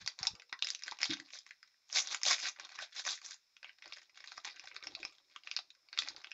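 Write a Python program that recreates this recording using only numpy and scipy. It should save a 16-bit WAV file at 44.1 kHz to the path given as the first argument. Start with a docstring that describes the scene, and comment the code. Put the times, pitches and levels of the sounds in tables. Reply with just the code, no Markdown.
"""Foil-plastic sachets are handled over a steel bowl of flour in a small kitchen.
Fingers pull one from its strip, amid soft air bumps and padded knocks that set the bowl's modes ringing.
A knife then saws through its corner, and it is squeezed and shaken empty with low plops of slack film.
Throughout, creases snap as short slips that ring film patches, some with a short damped tone that
wavers and sags in pitch; tiny fractures crackle under each stroke, over hiss and short noise reflections."""
import sys
import numpy as np
from scipy import signal
from scipy.fft import rfft, irfft, next_fast_len
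from scipy.io import wavfile
from scipy.ndimage import uniform_filter1d

SR = 44100
rng = np.random.default_rng(int(sys.argv[2]) if len(sys.argv) > 2 else 0)


def put_to_file(sound):
    """Save the sound as 16-bit audio at rate SR, in the file named by the first command-line argument."""
    columns = np.atleast_2d(sound).T  # one column per channel
    safe = np.clip(columns, -1, 1)
    whole_steps = np.round(safe * 32767)
    wavfile.write(sys.argv[1], SR, whole_steps.astype(np.int16))


N = 279153
TIME = np.arange(N) / SR

# registers of the film, from wide panels to tight creases: low_hz [Hz], high_hz [Hz]
FILM_REGISTERS = [(480, 1450), (1400, 3000), (3150, 5500), (5400, 7300)]
# fingers grip and work the film: peak_s [s], hold_s [s], level_db [dB before the mix],
# body_db [low register, dB against the middle one], brightness_db [dB, weighted by register]
FINGER_STROKES = [(0.005, 0.018, -52.5, -5, 0), (0.087, 0.0081, -51.5, -1, 5),
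                  (0.198, 0.059, -46.5, 1.5, 3.5), (0.353, .02, -63, 10, -10), (0.629, .09, -47, -7, 5),
                  (0.782, 0.071, -61, -17, -5), (0.864, 0.048, -49, -4, 2), (1.005, .015, -43.5, -9.5, -3),
                  (1.037, 0.0053, -32.5, -13, 4), (1.101, 0.021, -36.5, -13, -4), (1.168, 0.037, -56, 5, 5),
                  (1.257, .03, -58.5, -10.5, 0), (1.327, 0.057, -51.5, -7, 13),
                  (1.464, .06, -65.5, -15, -10), (1.633, .12, -77.5, -10, -12),
                  (3.65, 0.042, -58, -10, -14), (3.834, .15, -55, -19, -3), (4.01, 0.026, -68, -11, -2),
                  (4.155, .11, -60, -8.5, 1), (4.276, .11, -55, -10, 3), (4.448, 0.055, -45.5, -9.5, -4),
                  (4.553, 0.243, -57, -26, -9), (4.836, .08, -53, -6.5, 0), (4.98, 0.119, -56.5, -15, -1),
                  (5.115, 0.078, -65, -6.5, -2), (5.295, 0.094, -63.5, -14, -1.5), (5.454, .14, -57, -6, 2),
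                  (5.936, .03, -53.5, -11, -8.5), (5.987, 0.017, -42.5, -6, 12),
                  (6.03, .075, -47, -15, -0.5), (6.158, 0.16, -62.5, -4, -5)]
# the blade is drawn through the film: peak_s [s], hold_s [s], level_db [dB before the mix],
# body_db [low register, dB against the middle one], brightness_db [dB, weighted by register]
BLADE_STROKES = [(1.959, 0.036, -29, -7.5, 7.5), (2.031, 0.067, -45, -4.5, 4.5),
                 (2.114, 0.032, -38.5, -1.5, 5.5), (2.275, .06, -27, -7.5, 5.5),
                 (2.385, 0.043, -43, -17, 2), (2.439, 0.032, -33.5, -8.5, 1), (2.607, .05, -50.5, -2, -7.5),
                 (2.705, .06, -56, -5, -5), (2.783, .015, -51.5, -2.5, -6), (2.822, 0.012, -45.5, -7, -1),
                 (2.968, .03, -40, -11, 3), (3.072, 0.051, -37, -3, 6), (3.142, 0.013, -44, -16, 5),
                 (3.246, 0.071, -49.5, -3.5, 9), (3.317, 0.0075, -47.5, -16, 6)]


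def from_db(db):
    """Decibels to gain."""
    return 10 ** (np.asarray(db) / 20)


def rms_one(x):
    """Scale to unit rms."""
    return x / np.sqrt(np.mean(x ** 2) + 1e-20)


def band(low_hz, high_hz):
    """A gentle band-pass."""
    return signal.butter(2, [low_hz, high_hz], "band", fs=SR, output="sos")


def coloured(x, points):
    """Apply a response drawn through (Hz, dB) points on a logarithmic pitch scale."""
    size = next_fast_len(N + 4096)
    hz, db = np.transpose(points)
    bins_hz = np.maximum(np.fft.rfftfreq(size, 1 / SR), 1)
    gains = from_db(np.interp(np.log(bins_hz), np.log(hz), db))
    return irfft(rfft(x, size) * gains, size)[:N]


def ring(x, hz, t60):
    """A damped resonator: a unit click sets a cosine of about height 1 ringing."""
    radius = from_db(-60 / (t60 * SR))
    angle = 2 * np.pi * hz / SR
    return signal.lfilter([.5, 0, -.5], [1, -2 * radius * np.cos(angle), radius * radius], x + 1e-18)


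def drift(rate):
    """A random wander, drawn through this many normal values per second."""
    knots = rng.standard_normal(int(rate * N / SR) + 2)
    return np.interp(TIME * rate, np.arange(len(knots)), knots)


def shares(db):
    """Register levels to gains whose powers add up to 1."""
    gains = from_db(db)
    return gains / np.sqrt(np.sum(gains ** 2, axis=0))


def steady_hiss(level_db):
    """Constant background hiss: random noise with a fixed spectrum."""
    # spectrum of the hiss: pitch_hz [Hz], density_db [relative dB per Hz]
    hiss_points = [(30, -18), (150, -17), (500, -16), (1200, -15), (2300, -12), (3000, -15), (4080, -8),
                   (4450, -12), (4850, -8), (5230, 0), (5550, -6), (6000, -14), (8000, -14)]
    return from_db(level_db) * rms_one(coloured(rng.standard_normal(N), hiss_points))


def kitchen(x, near_db, near_t60, far_db, far_t60, gap_s, size=22050):
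    """Quick reflections from bowl and body, and the tail of the room: two decaying bursts of echoes."""
    t, response = TIME[:size], 0
    for level_db, t60 in ((near_db, near_t60), (far_db, far_t60)):
        echoes = rng.standard_normal(size) * from_db(-60 * t / t60) * (t > gap_s)
        response = response + from_db(level_db) * rms_one(echoes) / np.sqrt(size)
    return signal.fftconvolve(x, response)[:N]


def bumps(low_hz, high_hz):
    """Air and hands close to the microphone: each bump is a brief swell of low turbulence."""
    # soft bumps: start_s [s], level_db [dB over the bump, before the microphone], length_s [s]
    bump_rows = [(0.003, -62, 0.056), (0.045, -62, 0.009), (0.203, -50, 0.011), (0.23, -77.5, .018),
                 (0.238, -65.5, .018), (0.299, -60.5, 0.023), (0.328, -55, 0.018)]
    out = np.zeros(N)
    for start_s, level_db, length_s in bump_rows:
        swell = np.sin(np.pi * np.clip((TIME - start_s) / length_s, 0, 1))
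        puff = signal.sosfilt(band(low_hz, high_hz), swell * rng.standard_normal(N) + 1e-18)
        out += from_db(level_db) * rms_one(puff) * np.sqrt(length_s * SR / N)
    return out


def bowl_knocks(contact_s):
    """Padded knocks on the flour-damped bowl: each is a smooth push, and every mode answers differently."""
    # bumps of the full bowl: start_s [s], level_db [dB before the band-pass]
    knock_rows = [(1.092, -35.5), (1.113, -51), (1.193, -54.5)]
    # low modes of the bowl: pitch_hz [Hz], peak_db [dB against the knock], t60_s [s]
    bowl_modes = [(135, -11, .12), (203, -4, .2), (256, -6, .12), (281, -2, .22), (314, -1, .19),
                  (336, -4, .14)]
    out = 0
    for start_s, level_db in knock_rows:
        push = np.sin(np.pi * np.clip((TIME - start_s) / contact_s, 0, 1)) ** 2
        for hz, mode_db, t60 in bowl_modes:
            mode = ring(push, hz, t60) * rng.choice([-1, 1])
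            # each answer varies by about 1 dB
            gain = from_db(level_db + mode_db + rng.normal())
            out = out + gain * mode / np.abs(mode).max()
    return signal.sosfilt(band(90, 480), out)


def sagging_tone(hz, t60, sag, waver, size=8192):
    """One exponentially damped sine; its pitch wavers at random and sags as it decays."""
    t = TIME[:size]
    unsteady = rms_one(uniform_filter1d(rng.standard_normal(size), size=220))
    # sag and waver are fractions of the pitch
    pitch_hz = hz * (1 - sag * (1 - np.exp(-t / t60)) + waver * unsteady)
    return np.sin(2 * np.pi * np.cumsum(pitch_hz) / SR) * from_db(-60 * t / t60)


def slack_flexing(low_hz, high_hz, t60, sag, waver, count=900, size=3072):
    """The emptying pouch flexes: soft, low plops of slack film, scattered in time and pitch."""
    # course of the flexing: time_s [s], level_db [dB before the microphone]
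    flex_course = [(3.75, -103), (3.87, -66.5), (4.05, -87.5), (4.4, -80), (4.7, -72.5), (4.88, -62.5),
                   (5.05, -61), (5.15, -86), (5.9, -87.5), (6.08, -61.5), (6.33, -75)]
    plops = np.zeros(N + size)
    for when, place, strength in rng.random((count, 3)):
        at = int(when * N)
        hz = low_hz * (high_hz / low_hz) ** place
        plops[at:at + size] += (.5 + strength) * sagging_tone(hz, t60, sag, waver, size=size)
    time_s, level_db = np.transpose(flex_course)
    return rms_one(plops[:N]) * from_db(np.interp(TIME, time_s, level_db)) * (TIME > time_s[0])


def damped_tones(sag, waver, size=8192):
    """Short damped tones, low to high, with wavering, sagging pitch, many of them joining a snap."""
    # tones: start_s [s], pitch_hz [Hz], peak_db [dB before the mix], t60_s [s]
    tone_rows = [(.077, 5140, -28.5, 0.0086), (.229, 767, -48.5, 0.11), (0.2714, 5320, -25, 0.016),
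                 (.271, 877, -42.5, 0.078), (0.331, 473, -64.5, 0.55), (0.525, 1026, -52, 0.19),
                 (.528, 1414, -51, 0.1), (.529, 1903, -40, 0.057), (0.92, 980, -40, 0.03),
                 (1.508, 1786, -53.5, 0.083), (2.787, 1694, -43.5, 0.15), (2.823, 1710, -48.5, 0.083),
                 (3.644, 2180, -53.5, 0.14), (3.692, 2906, -48.5, 0.044), (4.379, 631, -45.5, 0.025),
                 (4.642, 738, -52, 0.042), (5.031, 2394, -40, 0.019), (5.565, 3820, -32, 0.021),
                 (5.988, 3500, -24, 0.026)]
    out = np.zeros(N + size)
    for start_s, hz, peak_db, t60 in tone_rows:
        at = round(start_s * SR)
        out[at:at + size] += from_db(peak_db) * sagging_tone(hz, t60, sag, waver)
    return out[:N]


def air_push(x):
    """The broad low puff of air that moving film displaces, at unit rms."""
    return rms_one(signal.sosfilt(signal.butter(1, [320, 560], "band", fs=SR, output="sos"), x))


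def effort(strokes, rise_db_per_s, sag_db_per_s, fall_db_per_s):
    """A stroke builds up, sags while held and lets go; the strongest sets level, body and brightness in dB."""
    peak_s, hold_s, level_db, body_db, bright_db = np.transpose(strokes)
    t = TIME[::32]
    age = t[:, None] - peak_s
    rise_and_sag = np.minimum(rise_db_per_s * age, -sag_db_per_s * age)
    letting_go = fall_db_per_s * np.maximum(age - hold_s, 0)
    levels = level_db + rise_and_sag - letting_go
    strongest = levels.argmax(axis=1)
    courses = (levels.max(axis=1), body_db[strongest], bright_db[strongest])
    return [np.interp(TIME, t, course) for course in courses]


def crackle(work, per_s, clump_db, ring_cycles, upper_db, top_db, flap_db, count=6):
    """Countless tiny fractures come in clumps; each rings one of several small patches per register."""
    spread_db, patchy_db = 3.5, 5.5  # unequal fracture sizes; uneven tension of the patches
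    level_db, body_db, bright_db = work
    # harder work breaks the film faster
    rate = per_s * from_db(.35 * np.maximum(level_db - level_db.max(), -45))
    born = rng.random(N) < rate / SR
    sizes = from_db(spread_db * np.minimum(rng.exponential(1, N), 4)) * rng.choice([-1, 1], N)
    clicks = born * sizes
    # the hand supplies a steady effort, which the fractures share over 20 ms
    clicks = clicks / np.sqrt(np.abs(uniform_filter1d(clicks ** 2, size=882)) + 1e-4)
    clicks = clicks * rms_one(from_db(clump_db * drift(170)))
    # brightness tilts the spectrum, most of all its top
    gains = shares([body_db, 0 * body_db, 0.47 * bright_db + upper_db, 1.12 * bright_db + top_db])
    out = gains[0] * from_db(flap_db) * air_push(clicks)
    for edges, gain in zip(FILM_REGISTERS, gains):
        dealt, patches = rng.integers(0, count, N), 0
        half_step = (edges[1] - edges[0]) / count / 2
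        pitches_hz = np.linspace(*edges, count + 1)[1:] - half_step
        for k, hz in enumerate(pitches_hz):
            # patches tighten and slacken as the film moves
            struck = clicks * (dealt == k) * from_db(patchy_db * drift(45))
            patches = patches + ring(struck, hz, ring_cycles / hz)
        out = out + gain * rms_one(signal.sosfilt(band(*edges), patches))
    return out * from_db(level_db)


def finger_rustle():
    """Gripping fingers break the film in fine crackle with a strong upper-middle register."""
    fingers = effort(FINGER_STROKES, rise_db_per_s=1198.5, sag_db_per_s=13, fall_db_per_s=304.5)
    return crackle(fingers, per_s=2400, clump_db=3.5, ring_cycles=10, upper_db=5.0, top_db=-4, flap_db=-4.0)


def knife_cutting():
    """The drawn blade breaks the film in denser, more even crackle with shorter rings."""
    blade = effort(BLADE_STROKES, rise_db_per_s=554.5, sag_db_per_s=39.5, fall_db_per_s=419.5)
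    return crackle(blade, per_s=4200, clump_db=2.0, ring_cycles=7.3, upper_db=3.5, top_db=-0.7, flap_db=-8.5)


def small_creases(strokes):
    """Lesser snaps at chance moments of each stroke, stronger where it is firm; rows as for snaps()."""
    # registers of a small crease: low, middle, top [dB against the upper-middle one]
    small_registers_db = (-9.5, -1.5, -1.5)
    per_s, usual_db, spread_db = 22, -54.5, 1.5  # snaps under an ordinary grip
    ordinary_grip_db, follows = -57.5, 0.52  # share of a firmer stroke's extra dB that they gain
    rows = []
    for (peak_s, hold_s, level_db, _, _), draws in zip(strokes, rng.random((len(strokes), 8, 2))):
        waits = np.cumsum(-np.log(1 - draws[:, 0])) / per_s
        firm_db = follows * (level_db - ordinary_grip_db)
        snaps_db = usual_db + firm_db + spread_db * (2 * draws[:, 1] - 1)
        for wait, snap_db in zip(waits, snaps_db):
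            if wait < hold_s:
                rows.append((peak_s + wait, snap_db, *small_registers_db))
    return rows


def snaps(rows, ring_cycles, ring_s, flap_db, size=1024, count=176):
    """Each crease gives way in a short slip and rings one film patch per register, at a pitch of its own."""
    # an ordinary snap's slip time; harder ones slip faster (dB of slip time per dB of level)
    ordinary_db, ordinary_slip_s, shortens = -43, 0.0015, 0.39
    out, t = np.zeros(N + SR), TIME[:size]
    filters = [band(*edges) for edges in FILM_REGISTERS]
    for start_s, level_db, low_db, middle_db, top_db in rows:
        # the slip is itself an uneven run of tiny jerks
        slip_s = ordinary_slip_s * from_db(shortens * (ordinary_db - level_db))
        slip = rng.laplace(size=size) * np.exp(-t / slip_s)
        gains, snap = shares([low_db, middle_db, 0, top_db]), 0
        for edges, sos, gain, place in zip(FILM_REGISTERS, filters, gains, rng.random(4)):
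            hz = edges[0] + (edges[1] - edges[0]) * place
            patch = ring(slip, hz, ring_s + ring_cycles / hz)
            snap = snap + gain * rms_one(signal.sosfilt(sos, patch))
        # a wide panel also pushes a little air
        snap = snap + gains[0] * from_db(flap_db) * air_push(slip)
        at = round(start_s * SR)
        # the level counts the snap's energy as if it fell within 4 ms
        out[at:at + size] += from_db(level_db) * rms_one(snap) * np.sqrt(count / size)
    return out[:N]


def buckling_creases():
    """Sharp snaps of buckling creases, joined by the small ones under fingers and blade."""
    # buckling creases: start_s [s], level_db [dB before the mix],
    # low_db, middle_db, top_db [registers, dB against the upper-middle one]
    snap_rows = [(0.018, -54, -11, 1, -1), (0.062, -40, -12, -15, -7), (0.0755, -30, -18, -9, -7),
                 (0.189, -42, -14, -8, -6), (0.2298, -33, -11, -10, 1), (0.2383, -52, -1, -2, 1),
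                 (0.252, -40, -7, 3, 0), (0.2697, -26, -17, -14, -4), (0.3517, -51, -13, -3, -4),
                 (0.3974, -50, -8, 3, -3), (0.42, -52, -10, 3, -4), (0.4941, -58, -9, -6, -8),
                 (0.5269, -36, 3, 4, -7), (0.5903, -49, -33, -7, -13), (0.6237, -26, -23, -2, -15),
                 (0.6453, -35, -34, -12, -7), (0.6701, -35, -32, 1, -3), (0.6873, -37, -29, -11, 0),
                 (0.7028, -32, -34, -11, -3), (0.748, -37, -25, -5, 1), (0.7915, -53, -30, -4, -1),
                 (0.8219, -47, -26, 1, -1), (0.8355, -39, -25, -11, -12), (0.8797, -37, -17, 5, -5),
                 (0.9118, -40, -21, -15, -7), (0.921, -41, 8, 4, -10), (0.9875, -46, -10, -1, 1),
                 (1.016, -36, -18, -2, -2), (1.0305, -26, -17, -2, -9), (1.0424, -33, -25, -12, -14),
                 (1.0552, -35, -13, -3, -7), (1.1045, -36, -30, -16, -10), (1.1224, -43, -5, 0, -8),
                 (1.1343, -38, -16, -1, 1), (1.1695, -48, -5, 5, -3), (1.199, -43, -9, 4, -5),
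                 (1.304, -52, -11, 6, -6), (1.334, -45, -13, -6, -10), (1.3875, -46, -31, -21, -4),
                 (1.464, -52, -2, 4, -3), (1.5083, -47, -8, 9, -5), (1.6286, -52, -18, 1, -13),
                 (1.899, -51, -5, 6, -11), (1.9274, -37, -15, -14, 2), (1.9715, -28, -21, 2, 1),
                 (1.9848, -30, -10, 7, 9), (2.072, -38, -23, -5, 3), (2.1459, -30, -7, 2, 5),
                 (2.2151, -46, -2, 2, 2), (2.2327, -29, -17, -1, 9), (2.2524, -31, -11, 0, 0),
                 (2.264, -28, -6, -6, -2), (2.4842, -38, -9, -1, -5), (2.5613, -54, -4, 5, -6),
                 (2.597, -42, -1, 4, 3), (2.649, -47, -20, -13, -2), (2.691, -50, -10, -3, -6),
                 (2.7564, -48, -5, -7, 1), (2.7884, -41, -1, 2, -1), (2.8236, -44, 8, 9, 7),
                 (2.9942, -40, -19, -9, -9), (3.0509, -40, -11, -1, -3), (3.2156, -51, -5, -2, -4),
                 (3.3088, -43, -30, -11, 2), (3.342, -48, -10, -4, 7), (3.5661, -53, -8, 3, -7),
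                 (3.629, -48, -4, 5, -9), (3.6443, -42, 6, 19, -3), (3.6939, -50, -5, 14, -15),
                 (3.7846, -60, -11, -1, -10), (3.8227, -49, -5, 7, -14), (3.8571, -48, -6, -3, -9),
                 (3.9234, -42, -11, 0, -10), (3.9705, -51, -1, 5, -6), (4.0952, -61, -11, 3, -11),
                 (4.145, -64, -27, 0, -15), (4.173, -51, -7, 4, -2), (4.2036, -51, -8, -1, -14),
                 (4.2407, -47, 2, 14, -1), (4.2737, -46, -16, -18, -11), (4.2813, -51, -14, 0, -9),
                 (4.3183, -45, -5, 1, -7), (4.3783, -42, 0, -2, -15), (4.4466, -41, -11, 0, -9),
                 (4.4637, -46, -7, -4, -13), (4.5655, -54, -21, 8, -16), (4.5958, -45, -17, 0, -12),
                 (4.6729, -46, -17, 1, -26), (4.714, -50, 2, 14, -19), (4.7635, -41, -6, -2, -16),
                 (4.8258, -47, -14, 0, -19), (4.8371, -47, -11, -6, -13), (4.8702, -38, -12, -5, -16),
                 (4.9503, -38, -25, -6, -17), (5.0294, -43, -12, 5, -15), (5.0502, -37, -11, -3, -10),
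                 (5.361, -41, 4, 10, -6), (5.4348, -54, -23, 2, -12), (5.4721, -40, -9, 5, -13),
                 (5.5134, -35, -16, 2, -11), (5.5647, -31, -19, -14, -24), (5.5719, -40, -12, 6, -10),
                 (5.5893, -39, -7, -7, -13), (5.7033, -51, -39, -9, -10), (5.75, -64, -27, -3, -9),
                 (5.886, -57, -13, -3, -15), (5.9285, -43, -13, -6, -23), (5.9756, -36, -7, 2, -12),
                 (5.9886, -27, -15, -11, -8), (6.0213, -39, -5, 8, -15), (6.0754, -44, 9, 15, -13),
                 (6.0856, -36, -35, -18, -8), (6.1633, -46, -25, -15, -26), (6.2439, -42, -4, 8, -17),
                 (6.27, -48, -8, 2, -17), (6.3158, -40, -13, 10, -12)]
    rows = [*snap_rows, *small_creases(FINGER_STROKES + BLADE_STROKES)]
    return snaps(rows, ring_cycles=2.6, ring_s=0.0025, flap_db=-11.0)


def scene():
    """Film and bowl share the room; air bumps and hiss stay dry."""
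    hiss = steady_hiss(level_db=-74.5)
    air = bumps(low_hz=54, high_hz=144.4)
    knock = bowl_knocks(contact_s=0.002)
    slack = slack_flexing(low_hz=285, high_hz=1400, t60=.065, sag=.1, waver=.05)
    tones = from_db(1.0) * damped_tones(sag=0.038, waver=0.061)
    rustle = from_db(-4.5) * finger_rustle()
    cutting = from_db(-1.78) * knife_cutting()
    creases = from_db(-0.79) * buckling_creases()
    film = creases + tones + slack + rustle + cutting
    room = kitchen(film + knock, near_db=-6.5, near_t60=0.083, far_db=-16, far_t60=0.23, gap_s=0.0016)
    return (film + knock + room + air + hiss)[None]


def record(dry):
    """A narrow-band microphone channel, with faint converter noise reaching above it."""
    # microphone colour: pitch_hz [Hz], gain_db [dB]
    microphone_colour = [(100, -4.5), (400, -6), (800, -1.5), (1300, 1.5), (1800, 0.5), (2400, 3.5),
                         (3050, -4.5), (3600, 1.5), (4300, -0.5), (5100, 2), (6400, 0.5), (7100, -5.5),
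                         (8100, 1)]
    band_limit_hz, cutoff_hz = 8350, 15700  # of the microphone channel; of everything, noise included
    channel = signal.cheby2(12, 50, band_limit_hz, fs=SR, output="sos")
    narrow = signal.sosfilt(channel, coloured(dry[0], microphone_colour))
    noisy = narrow + from_db(-90.5) * rng.standard_normal(N)
    return signal.sosfilt(signal.ellip(10, .2, 70, cutoff_hz, fs=SR, output="sos"), noisy)[None]


dry = scene()
out = record(dry)
put_to_file(out)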